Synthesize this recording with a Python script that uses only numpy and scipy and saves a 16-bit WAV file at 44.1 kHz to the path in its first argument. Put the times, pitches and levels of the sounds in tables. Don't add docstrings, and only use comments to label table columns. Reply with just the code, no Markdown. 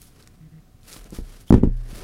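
import sys
import numpy as np
from scipy import signal
from scipy.fft import rfft, irfft, next_fast_len
from scipy.io import wavfile
from scipy.ndimage import uniform_filter1d

SR = 44100
rng = np.random.default_rng(int(sys.argv[2]) if len(sys.argv) > 2 else 0)


def int16_out(signal):
    q = np.round(np.clip(np.atleast_2d(signal).T, -1, 1) * 32767)
    wavfile.write(sys.argv[1], SR, q.astype(np.int16))


N = 89831
T = np.arange(N) / SR


def from_db(db):
    return 10 ** (np.asarray(db) / 20)


def unit_rms(x):
    return x / np.sqrt(np.mean(x ** 2) + 1e-20)


def equalise(x, curve):
    size = next_fast_len(2 * len(x))
    hz, db = np.transpose(curve)
    grid = np.maximum(np.fft.rfftfreq(size, 1 / SR), 1)
    gain = from_db(np.interp(np.log(grid), np.log(hz), db))
    cepstrum = irfft(np.log(gain), size)
    cepstrum[1:size // 2] *= 2
    cepstrum[size // 2 + 1:] = 0
    return irfft(rfft(x, size) * np.exp(rfft(cepstrum)), size)[:len(x)]


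def bandpass(x, hz, width_hz):
    r = np.exp(-np.pi * width_hz / SR)
    feedback = [1, -2 * r * np.cos(2 * np.pi * hz / SR), r * r]
    return signal.lfilter(np.array([1, 0, -1]) * (1 - r * r) / 2, feedback, x)


def shaped_noise(curve):
    low_cut = signal.butter(2, 16, "high", fs=SR, output="sos")
    return unit_rms(signal.sosfilt(low_cut, equalise(rng.standard_normal(N), curve)))


def band(x, hz, width_hz):
    return unit_rms(bandpass(bandpass(x, hz, width_hz), hz, width_hz))


def decay(start, t60):
    return (T >= start) * from_db(-60 * np.clip((T - start) / t60, 0, 10))


def swell(peak, rise, fall):
    return np.exp(-np.abs((T - peak) / np.where(T < peak, rise, fall)) ** 1.71)


# (frequency [Hz], relative level [dB])
ROOM_TONE_EQ = [(12, -24), (20, 1), (70, -10), (113, -7), (270, -17.5), (513, -29.5), (718, -29.5),
                (825, -38), (1060, -32), (1960, -38.5), (16000, -45)]


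def room_tone():
    whine = from_db(-72.5) * np.sin(2 * np.pi * 748 * T)
    return from_db(-51) * shaped_noise(ROOM_TONE_EQ) + whine


# (time [s], level [dB], centre [Hz])
CASE_TICKS = [(0.0176, -32.5, 8800), (0.2259, -39, 3200), (0.274, -39.5, 1900), (0.2746, -36.5, 4750),
              (0.832, -47, 4630), (0.9286, -32, 4370), (0.9341, -31, 4300), (.9390, -40, 6470),
              (.9445, -42, 5470), (0.966, -37, 1940), (1.0427, -37, 5170), (1.1055, -39.5, 7400),
              (1.635, -36.5, 3320)]


def case_ticks():
    snap = rng.standard_normal(N)
    return sum(from_db(db) * band(snap, hz, width_hz=1.1 * hz) * decay(start, t60=0.006)
               for start, db, hz in CASE_TICKS)


# (peak time [s], level [dB], rise [s], fall [s], tilt [dB/octave])
STROKES = [(.05, -52.5, 0.061, 0.042, 1.6), (0.189, -58, 0.1, 0.15, -2.5),
           (0.924, -44, 0.056, 0.071, -0.53), (1.05, -56, 0.05, 0.082, -4.5),
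           (1.146, -46, 0.018, 0.033, -0.5), (1.331, -52, 0.19, 0.09, -2), (1.415, -60, 0.019, 0.013, 1),
           (1.498, -51, 0.025, 0.018, 1), (1.79, -52.5, 0.091, 0.1, -3), (1.9, -49, 0.041, 0.021, -3),
           (1.978, -44.5, 0.058, 0.027, -1.6), (2.03, -42, .035, 0.077, -4.5)]
# (frequency [Hz], relative level [dB])
SKIN_EQ = [(100, -3.5), (430, 5), (750, -4.5), (1300, 0.5), (2200, -0.5), (3700, -0.5), (5000, 1),
           (7500, -2), (10500, 1), (13000, -4), (15800, -9.5)]
SLIPS_PER_S, SLIP_SPREAD_DB, SLIP_MIX, FLUTTER_DB = 1500, 2, 0.73, 2.5


def finger_rubs():
    slips = (rng.random(N) < SLIPS_PER_S / SR) * rng.choice([-1, 1], N)
    slips = slips * from_db(SLIP_SPREAD_DB * np.minimum(rng.exponential(1, N), 4))
    wander = unit_rms(uniform_filter1d(rng.standard_normal(N), size=500))
    friction = from_db(FLUTTER_DB * wander) * (rng.standard_normal(N) + SLIP_MIX * unit_rms(slips))
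    rubs = 0
    for peak, db, rise, fall, tilt in STROKES:
        curve = [(hz, level + tilt * np.log2(hz)) for hz, level in SKIN_EQ]
        rubs = rubs + from_db(db) * swell(peak, rise, fall) * unit_rms(equalise(friction, curve))
    return rubs


# (frequency [Hz], relative level [dB])
REVERB_EQ = [(40, -29), (120, -8), (450, -2), (1000, -4.5), (4000, -12), (16000, -10.5)]


def room_reverb(x):
    tail = shaped_noise(REVERB_EQ) * decay(start=0.005, t60=0.12)
    return from_db(-15.5) * signal.fftconvolve(x, tail / np.sqrt(np.sum(tail ** 2)))[:N]


# (time [s], length [s])
MOTOR_PULSES = [(0.398, 0.082), (0.516, 0.0834)]
# (harmonic number, relative level [dB])
MOTOR_HARMONICS = [(1, -1.5), (2, -21), (3, -27)]
MOTOR_HZ, MOTOR_RAMP_S = 158, 0.016


def motor_buzz():
    gate = sum(np.clip((T - start) / MOTOR_RAMP_S, 0, 1)
               * np.clip((start + length - T) / MOTOR_RAMP_S + 0.5, 0, 1)
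               for start, length in MOTOR_PULSES)
    phase = 2 * np.pi * MOTOR_HZ * T
    tone = sum(from_db(db) * np.sin(k * phase) for k, db in MOTOR_HARMONICS)
    pulsed_noise = rng.standard_normal(N) * np.maximum(np.sin(phase), 0)
    rattle = unit_rms(bandpass(pulsed_noise, hz=1900, width_hz=470))
    return gate * (from_db(-40.5) * tone + from_db(-71) * rattle)


# (peak time [s], level [dB], rise [s], fall [s])
HAND_MOVES = [(1.061, -45, 0.15, 0.22), (2.0, -39.5, 0.34, .05)]
# (frequency [Hz], relative level [dB])
RUMBLE_EQ = [(20, -4), (40, 13), (70, -18), (120, -16), (200, -14), (350, -23), (700, -20), (2000, -64)]


def hand_rumble():
    envelope = sum(from_db(db) * swell(peak, rise, fall) for peak, db, rise, fall in HAND_MOVES)
    return shaped_noise(RUMBLE_EQ) * envelope


# (time [s], thump drive [dB], contact cut-off [Hz], clack [dB], stand drive [dB])
HITS = [(0.963, -48.5, 800, -37, -61), (1.124, -40.5, 900, -56, -61), (1.1298, -38.5, 910, -50, -55),
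        (1.1872, -35.5, 1000, -39, -26), (1.5060, 7, 414, -11, -43), (1.5249, 4.5, 1130, -5, -28),
        (1.5323, -39, 894, -32.5, 3), (1.541, 3.5, 1400, -5, -31.5), (1.5481, 12.5, 120, -32, -2.5),
        (1.5802, -2, 203, -31.5, -13), (1.6150, -13.5, 214, -69, -29), (1.6293, -12.5, 391, -46, -40.3),
        (1.6343, -0.5, 640, -25.5, -55), (1.6419, -11.5, 816, -37, -3), (1.6733, -4.5, 135, -67, -38),
        (1.93, -25.5, 99, -79, -55)]


def contact_forces():
    age = np.array([np.clip((T - start) * 2 * np.pi * hz, 0, 60) for start, _, hz, _, _ in HITS])
    pulses = age * np.exp(-age)
    return pulses / pulses.sum(axis=1, keepdims=True)


def ring(force, hz, t60):
    r, w = from_db(-60 / (t60 * SR)), 2 * np.pi * hz / SR
    return signal.lfilter([0, np.sin(w)], [1, -2 * r * np.cos(w), r * r], force + 1e-18)


# (frequency [Hz], gain [dB], t60 [s])
TOP_MODES = [(144, -9.5, 0.11), (193.7, -13.5, 0.15), (235, 8, 0.039), (261.7, -21.5, 0.33),
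             (285.9, 6, 0.065), (370.6, -0.5, 0.077), (420, -15.5, 0.16), (457, -8.5, 0.095),
             (679, -19.5, 0.033), (832, -19, 0.104), (949, -23.5, 0.098), (1100, -17.5, 0.027)]


def table_thumps(forces):
    drive_db = np.array([db for _, db, _, _, _ in HITS])
    scatter_db = rng.normal(0, 1, (len(HITS), len(TOP_MODES)))
    return -sum(ring(from_db(drive_db + db + scatter) @ forces, hz, t60)
                for (hz, db, t60), scatter in zip(TOP_MODES, scatter_db.T))


# (frequency [Hz], gain [dB], t60 [s])
STAND_MODES = [(33, -1, 0.57), (57.2, 1.5, 0.18), (88, -6.5, 0.16), (120, -16.5, 0.6)]


def stand_sway(forces):
    push = from_db([db for *_, db in HITS]) @ forces
    return -sum(from_db(db) * ring(push, hz, t60) for hz, db, t60 in STAND_MODES)


# (time [s], level [dB])
SETTLES = [(1.5245, -23.5), (1.5393, -31.5), (1.6321, -37)]
# (frequency [Hz], relative level [dB])
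PLASTIC_EQ = [(300, 5.5), (900, 0.5), (1600, -2), (2500, -6), (4500, -13.5), (8000, -18), (12000, -23),
              (16000, -35.5)]


def case_clacks():
    def burst(start, db, t60, attack_s=0.0005):
        return from_db(db) * decay(start, t60) * np.clip((T - start) / attack_s, 0, 1)
    cracks = sum(burst(start, db, t60=0.012) for start, _, _, db, _ in HITS)
    chatter = sum(burst(start, db, t60=0.21) for start, db in SETTLES)
    return (cracks + chatter) * shaped_noise(PLASTIC_EQ)


# (peak time [s], level [dB])
FINGER_SQUEAKS = [(1.480, -49), (1.495, -51)]


def finger_squeaks():
    envelope = sum(from_db(db) * swell(peak, rise=0.0036, fall=0.0036) for peak, db in FINGER_SQUEAKS)
    return band(rng.standard_normal(N), hz=3250, width_hz=400) * envelope


def metallic_zing():
    envelope = sum(decay(start, t60=2.1) for start, _ in SETTLES)
    return from_db(-65) * band(rng.standard_normal(N), hz=1620, width_hz=520) * envelope


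def scene():
    forces = contact_forces()
    foley = table_thumps(forces) + case_clacks() + case_ticks() + finger_rubs() + finger_squeaks()
    ambience = room_tone() + room_reverb(foley)
    return (foley + ambience + stand_sway(forces) + metallic_zing() + motor_buzz() + hand_rumble())[None]


THRESHOLD_DB, RELEASE_DB_PER_S, ATTACK_S, LOOK_AHEAD_S = 4, 35, 0.00049, 0.0006


def record(dry):
    low_cut = signal.butter(1, 8, "high", fs=SR, output="sos")
    high_cut = signal.ellip(10, 0.1, 80, 15800, fs=SR, output="sos")
    dry = signal.sosfilt(low_cut, dry)
    over_db = np.maximum(20 * np.log10(np.abs(dry[0]) + 1e-9) - THRESHOLD_DB, 0)
    held_db = np.maximum.accumulate(over_db + RELEASE_DB_PER_S * T) - RELEASE_DB_PER_S * T
    pole = np.exp(-1 / (ATTACK_S * SR))
    smooth_db = signal.lfilter([1 - pole], [1, -pole], held_db)
    duck_db = np.interp(T + LOOK_AHEAD_S, T, smooth_db)
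    limited = dry * from_db(-duck_db)
    rounded = limited / (1 + limited ** 4) ** (1 / 4)
    return signal.sosfilt(high_cut, rounded)


dry = scene()
out = record(dry)
int16_out(out)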